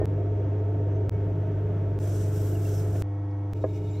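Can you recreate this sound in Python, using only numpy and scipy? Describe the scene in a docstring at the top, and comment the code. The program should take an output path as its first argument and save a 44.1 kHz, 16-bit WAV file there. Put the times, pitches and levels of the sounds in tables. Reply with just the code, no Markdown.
"""An electric potter's wheel, close by, in six segments joined by hard cuts.
The motor hums on the mains, its shaft adds a comb of fine lines, and the drive rumbles when hands
bear on the clay. Wet clay hisses and squeaks under fingers and a sponge; the splash pan is knocked
now and then. Room air and a faint steady singing lie underneath."""
import sys
import numpy as np
from scipy.fft import rfft, irfft, next_fast_len
from scipy.io import wavfile
from scipy.ndimage import map_coordinates

SR = 44100
rng = np.random.default_rng(int(sys.argv[2]) if len(sys.argv) > 2 else 0)


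def transcribe(u):
    """Save the signal u as a 16-bit wav file named by the first command-line argument.

    u: samples, shape (n,) or (channels, n), limited to [-1, 1]; the rate is SR.
    q: integer samples, one column per channel.
    """
    v = np.clip(np.atleast_2d(u).T, -1, 1)
    q = np.round(v * 32767).astype(np.int16)
    wavfile.write(sys.argv[1], SR, q)


N = 176400

# (start [s], hum gain [dB], motor load [0-1], shaft gain [dB], whine [dB], rumble gain [dB],
#  thrum gain [dB], rub gain [dB], click at the cut [dB], gap [s], fade-in [s])
SEGMENTS = [(0.0, 0, 0.62, 9.5, -67, -3.5, -1, 0.5, -88, 0, .01),
            (0.0564, 0, 1, 0, -57.5, -0.5, -2.5, -1, -26, 0, 0.017),
            (1.0954, -0.5, 1.0, 0, -58.5, -1.5, 1, -0.5, -20.5, 0.0071, 0.021),
            (1.99, 0, 0.99, 2, -82, -2.5, -0.5, -0.5, -31.5, 0, 0.016),
            (3.0227, -3.5, 0.01, 0, -67, -19, -12, -6.5, -21.5, 0, 0.017),
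            (3.5345, -3.5, 0.54, -1, -61, -10.5, -4, -9, -28.5, 0, 0.015)]
STEREO_WIDTH = [(100, -50), (200, -37), (380, -14.5), (700, -6.5), (1290, -3), (2400, -32), (4700, -3.5),
                (5400, -10), (6500, -1), (8200, 0), (10000, 33.5), (12000, -3), (14500, -1)]  # (frequency [Hz], side over mid [dB])
STEREO_BALANCE = [(380, 0), (680, -2.2), (1300, -.4), (2400, 0)]  # (frequency [Hz], left over right [dB])

# noise spectra: (frequency [Hz], relative density [dB])
AIR_SPECTRUM = [(100, -2), (900, -0.5), (2000, -21), (2600, -26.5), (5000, -27), (7000, -30.5),
                (12000, -30.5), (14000, -61)]
CONTACT_SPECTRUM = [(150, -4), (550, 10), (900, -15), (1800, -18.5), (2600, -29), (3400, -58),
                    (8000, -67.5)]
RUB_SPECTRUM = [(300, -3.5), (750, -1.5), (1100, -1.5), (1600, -4.5), (2200, -11), (3300, -18.5),
                (4000, -27), (4900, -30.5), (6000, -28), (7000, -32.5), (9000, -44.5), (12000, -54.5),
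                (15500, -62.5)]
FINGER_HISS_SPECTRUM = [(900, -26), (1450, 8.5), (2000, -11), (3000, -3), (4500, -5.5), (5400, 1),
                        (7000, 2.5), (8300, 4), (10800, 3.5), (15000, -23)]
FINGER_TOP_SPECTRUM = [(7000, -30), (11800, 0), (13300, -1), (14200, -7), (15600, -6)]
SPONGE_SPECTRUM = [(1200, -5.5), (2500, 1), (3300, -0.5), (7400, -0.5), (15500, -10)]
RUMBLE_SPECTRUM = [(170, -48.5), (235, -10), (290, -2.5), (345, -7), (420, 3.5), (460, -9), (515, -5),
                   (575, -14), (630, -5.5), (680, -5), (740, -21), (950, -36.5), (1400, -87.5)]
THRUM_SPECTRUM = [(10, -44), (24, -24), (36, -6.5), (54, 3.5), (72, 5.5), (115, 3.5), (165, 8.5),
                  (195, -2.5), (230, -14), (320, -53.5)]

SINGING_BANDS = [(1318, 32, -72), (2220, 110, -79), (3380, 200, -83.5), (6060, 240, -85.5)]  # (centre [Hz], width [Hz], level [dB])
# blows on the pan: (time [s], gain [dB], relative contact noise [dB], upper mode slope [dB/octave])
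PAN_KNOCKS = [(0.0, -28.5, 1, -12), (0.0123, -19.5, -22, -9.5), (.021, -29.5, -23, -9),
              (2.955, -43, 11.5, -6), (3.6391, -18.5, -5.5, -0.5), (3.647, -33.5, 1, 2)]
PAN_MODES = [(303, -9, 0.072), (396.5, -5.5, .09), (509, -5.5, 0.073), (636, -5, 0.096), (756, -9, 0.028),
             (1060, -18.5, 0.076), (1217, -22.5, 0.071), (1667, -26.5, 0.073)]  # (frequency [Hz], relative level [dB], t60 [s])
# squeaks and one low groan:
# (time [s], length [s], start pitch [Hz], end pitch [Hz], level [dB], roughness [0-1])
CLAY_SQUEAKS = [(0.002, 0.046, 1820, 1820, -55, 0.3), (0.897, 0.1, 6100, 6200, -75.5, 0.86),
                (1.108, .1, 2230, 2240, -66, .4), (2.512, .018, 3020, 2980, -61, 0.5),
                (2.548, .028, 2920, 2630, -59.5, 0.8), (2.651, 0.02, 2760, 2680, -57.5, 0.5),
                (3.558, .06, 435, 421, -41, .15), (3.61, 0.027, 3720, 3830, -70, .6),
                (3.62, .03, 4420, 4280, -73, .5), (3.688, 0.039, 3800, 3730, -70.5, .6),
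                (3.924, 0.051, 3760, 3920, -65, .7), (3.968, 0.024, 3950, 4200, -63, 0.4),
                (3.892, 0.086, 7260, 7200, -66, .7)]
# (time [s], length [s], start centre [Hz], end centre [Hz], level [dB])
CLAY_SWISHES = [(2.03, .24, 6100, 5700, -62.5), (2.672, 0.15, 6200, 5440, -57.5)]
CLAY_TICKS = [(2.955, 2520, -55), (3.308, 5050, -70)]  # (time [s], centre [Hz], level [dB])
SPONGE_ENVELOPE = [(3.54, -69.5), (3.57, -67), (3.77, -62), (4.0, -63)]  # (time [s], gain [dB])
SPONGE_SQUEAL_BANDS = [(2230, 240, -6), (2500, 250, -9), (2880, 180, -10.5), (3705, 430, -9),
                       (5230, 430, -17.5), (5840, 280, -18), (6750, 300, -19), (7260, 180, -17)]  # (centre [Hz], width [Hz], relative level [dB])
FINGER_ENVELOPE = [(2.02, -61, -67), (2.038, -59, -61.5), (2.224, -56.5, -63), (2.314, -61, -61.5),
                   (2.36, -56.5, -55.5), (2.546, -59, -55), (2.588, -61.5, -61.5), (2.68, -56, -55.5),
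                   (2.77, -57, -56.5), (2.896, -62, -64.5), (3.01, -58.5, -59)]  # (time [s], hiss gain [dB], top band gain [dB])
# motor lines, relative levels: (harmonic, no load [dB], half load [dB], full load [dB])
HUM_LINES = [(1, -26, -26, -26), (2, -58, -52, -55), (3, -38, -38.5, -43), (4, -54, -55, -53),
             (5, -47, -54, -56), (7, -51.5, -62, -61), (9, -58, -64, -67), (11, -60, -76, -80),
             (13, -66, -70, -70), (15, -76, -77, -77), (17, -75, -80, -81), (19, -66, -80, -80),
             (22, -73, -80, -80)]
SHAFT_LINES = [(2, -55, -53, -48), (3, -56, -53, -50), (5, -59, -50, -46), (6, -55, -52, -43),
               (7, -59, -56, -56), (13, -50, -48, -50), (14, -72, -50, -51), (15, -67, -55, -54),
               (17, -63, -44, -46), (18, -71, -66, -61), (21, -73, -66, -62), (24, -64, -60, -61),
               (25, -64, -56, -56), (26, -70, -70, -67), (27, -65, -68, -63), (31, -63, -68, -69),
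               (32, -66, -66, -69), (33, -60, -65, -68), (35, -66, -62, -63), (38, -69, -73, -75),
               (39, -65, -76, -75), (41, -73, -80, -80), (45, -82, -82, -81), (49, -81, -81, -77),
               (53, -76, -76, -73), (57, -82, -82, -82)]

AIR_DB, RUB_DB, RUMBLE_DB, THRUM_DB = -58, -53.5, -37.5, -38.5
KNOCK_RISE_S, CONTACT_T60_S, PAN_PIVOT_HZ = 0.00033, 0.035, 520
SQUEAK_WIDTH_HZ, SWISH_WIDTH_HZ, TICK_WIDTH_HZ, TICK_S = 190, 1200, 1900, 0.01
FINGER_SEGMENT, SPONGE_SEGMENT = 3, 5
TURN_HZ, TURN_SWELL_DB = 2.914, 0.93
HUM_HZ, SHAFT_HZ, WHINE_ORDER = 99.92, 24.9, 37
HUM_WAVER, SHAFT_WAVER, RUMBLE_WAVER, WAVER_RATE_HZ = 0.022, 0.08, 0.5, 8
CLICK_DECAY_S, FADE_EXPONENT, CUTOFF_HZ = 0.0013, 1.23, 15700
TIME_S = np.arange(N) / SR


def amp(db):
    """Decibels to gain."""
    return 10 ** (np.asarray(db) / 20)


def unit_rms(x):
    """Scale to rms 1."""
    return x / np.sqrt(np.mean(np.abs(x) ** 2) + 1e-20)


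def log_interp(points, hz):
    """Interpolate (frequency [Hz], value) points on a log axis."""
    knots_hz, values = np.transpose(points)
    return np.interp(np.log(hz + 1), np.log(knots_hz + 1), values)


def envelopes(rows):
    """One value per sample for each column after the time."""
    knots_s, *columns = np.transpose(rows)
    return [np.interp(TIME_S, knots_s, column) for column in columns]


def wobble(rate_hz):
    """Smooth random curve, rate_hz knots a second."""
    return map_coordinates(rng.standard_normal(4096), [TIME_S * rate_hz], mode="mirror")


def filtered(x, response):
    """Apply a gain given as a function of frequency."""
    size = next_fast_len(N + SR // 2)
    return irfft(rfft(x, size) * response(np.fft.rfftfreq(size, 1 / SR)), size)[..., :N]


def noise(spectrum):
    """Coloured stereo noise of rms 1, near mono in the bass."""
    def mid_side_gains(hz):
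        angle = np.arctan(amp(log_interp(STEREO_WIDTH, hz)))
        return amp(log_interp(spectrum, hz)) * [np.cos(angle), np.sin(angle)]
    mid, side = filtered(rng.standard_normal((2, N)), mid_side_gains)
    return unit_rms(np.array([mid + side, mid - side]))


def band(hz, width_hz):
    """Noise band of rms 1 round a steady or gliding centre."""
    phase = 2 * np.pi * np.cumsum(hz * np.ones(N)) / SR
    return unit_rms(wobble(width_hz) * np.sin(phase) + wobble(width_hz) * np.cos(phase))


def glide(start_s, length_s, start_hz, end_hz, width_hz, roughness):
    """Gliding mix of sine and noise that swells and dies."""
    progress = np.clip((TIME_S - start_s) / length_s, 0, 1)
    hz = start_hz + progress * (end_hz - start_hz)
    sine = np.sqrt(2) * np.sin(2 * np.pi * np.cumsum(hz) / SR)
    swell = np.sqrt(np.abs(np.sin(np.pi * progress)))
    return swell * (np.sqrt(1 - roughness ** 2) * sine + roughness * band(hz, width_hz))


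def tone(hz, waver):
    """Line of rms near 1; level and phase wander by the share waver."""
    wander = wobble(WAVER_RATE_HZ) + 1j * wobble(WAVER_RATE_HZ)
    drift = (1 + waver * wander) / np.sqrt(1 + 2 * waver ** 2)
    return np.sqrt(2) * np.imag(drift * np.exp(2j * np.pi * (hz * TIME_S + rng.random())))


def room_air():
    """Steady, dull room noise."""
    return amp(AIR_DB) * noise(AIR_SPECTRUM)


def singing():
    """Thin noise bands of the running wheel, probably from the bearings."""
    return sum(amp(db) * band(hz, width_hz) for hz, width_hz, db in SINGING_BANDS)


def pan_knocks():
    """Dull blows ring the plastic pan, each with a puff of contact noise."""
    out = np.zeros((2, N))
    puff = noise(CONTACT_SPECTRUM)
    for start_s, gain_db, contact_db, slope_db_per_octave in PAN_KNOCKS:
        age_s = np.maximum(TIME_S - start_s, 0)
        ring = np.zeros(N)
        for k, (hz, mode_db, t60_s) in enumerate(PAN_MODES):
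            tilt_db = slope_db_per_octave * max(np.log2(hz / PAN_PIVOT_HZ), 0)
            decay = amp(mode_db + tilt_db - 60 * age_s / t60_s)
            ring += (-1) ** k * decay * np.sin(2 * np.pi * hz * age_s)
        contact = amp(contact_db - 60 * age_s / CONTACT_T60_S) * puff
        attack = 1 - np.exp(-age_s / KNOCK_RISE_S)
        out += amp(gain_db) * attack * (ring + contact)
    return out


def slip_film():
    """The film of slip sticks and squeaks, swishes under harder pressure, and ticks as it parts."""
    squeaks = sum(amp(db) * glide(*path, SQUEAK_WIDTH_HZ, roughness)
                  for *path, db, roughness in CLAY_SQUEAKS)
    swishes = sum(amp(db) * glide(*path, SWISH_WIDTH_HZ, roughness=1) for *path, db in CLAY_SWISHES)
    ticks = sum(amp(db) * glide(start_s, TICK_S, hz, hz, TICK_WIDTH_HZ, roughness=0.9)
                for start_s, hz, db in CLAY_TICKS)
    return squeaks + swishes + ticks


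def sponge():
    """A sponge wipes the dish: squealing bands over hiss."""
    gain_db, = envelopes(SPONGE_ENVELOPE)
    squeal = sum(amp(db + 2.3 * wobble(25)) * band(hz, width_hz)
                 for hz, width_hz, db in SPONGE_SQUEAL_BANDS)
    return amp(gain_db + 2.0 * wobble(40)) * (squeal + amp(-1) * noise(SPONGE_SPECTRUM))


def fingers():
    """Fingers smooth the rim: a bright, flickering hiss."""
    hiss_db, top_db = envelopes(FINGER_ENVELOPE)
    hiss = amp(hiss_db + 6.5) * noise(FINGER_HISS_SPECTRUM)
    top = amp(top_db + 1.5) * noise(FINGER_TOP_SPECTRUM)
    return (hiss + top) * amp(0.98 * wobble(120))


def clay_rub(gain_db):
    """Wet clay slides softly under the hands."""
    return amp(RUB_DB + gain_db + 0.62 * wobble(12)) * noise(RUB_SPECTRUM)


def drive(rumble_db, thrum_db):
    """Belt and bearings shake frame and pan; the rumble swells once a turn with the load."""
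    swell_db = TURN_SWELL_DB * np.sin(2 * np.pi * TURN_HZ * TIME_S) + 1.1 * wobble(24.58)
    rumble = amp(RUMBLE_DB + rumble_db + swell_db) * noise(RUMBLE_SPECTRUM)
    thrum = amp(THRUM_DB + thrum_db) * noise(THRUM_SPECTRUM)
    return rumble + thrum


def motor(hum_db, load, shaft_db, whine_db, rumble_db):
    """Mains hum and shaft lines, rebalanced by load and unsettled by rumble, plus a thin whine."""
    def line_gain(levels_db):
        return amp(np.interp(load, [0, 0.5, 1], levels_db))
    shake = amp(rumble_db)
    hum = sum(line_gain(levels_db) * tone(k * HUM_HZ, HUM_WAVER * (1 + shake * (k - 1)))
              for k, *levels_db in HUM_LINES)
    shaft = sum(line_gain(levels_db) * tone(k * SHAFT_HZ, SHAFT_WAVER + RUMBLE_WAVER * shake)
                for k, *levels_db in SHAFT_LINES)
    whine = tone(WHINE_ORDER * SHAFT_HZ, SHAFT_WAVER)
    return amp(hum_db) * hum + amp(shaft_db) * shaft + amp(whine_db) * whine


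def scene():
    """Wheel, clay, knocks and air, with the settings of each segment."""
    segment = np.searchsorted([row[0] for row in SEGMENTS[1:]], TIME_S)
    _, hum_db, load, shaft_db, whine_db, rumble_db, thrum_db, rub_db, *_ = np.array(SEGMENTS)[segment].T
    wheel = motor(hum_db, load, shaft_db, whine_db, rumble_db) + drive(rumble_db, thrum_db)
    clay = clay_rub(rub_db)
    clay += (segment == FINGER_SEGMENT) * fingers() + (segment == SPONGE_SEGMENT) * sponge()
    mix = wheel + clay + singing() + slip_film() + pan_knocks() + room_air()
    return filtered(mix, lambda hz: amp(log_interp(STEREO_BALANCE, hz) * np.array([[0.5], [-0.5]])))


def record(dry):
    """At each cut: a click, an optional gap, a fade-in. Then a low-pass."""
    x = dry
    for cut_s, *_, click_db, gap_s, fade_s in SEGMENTS[1:]:
        age_s = TIME_S - cut_s
        click = np.exp(-np.abs(age_s) / CLICK_DECAY_S)
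        before = x * (1 - click) + amp(click_db) * click
        after = x * np.clip((age_s - gap_s) / fade_s, 0, 1) ** FADE_EXPONENT
        x = np.where(age_s < 0, before, after)
    return filtered(x, lambda hz: hz < CUTOFF_HZ)


dry = scene()
out = record(dry)
transcribe(out)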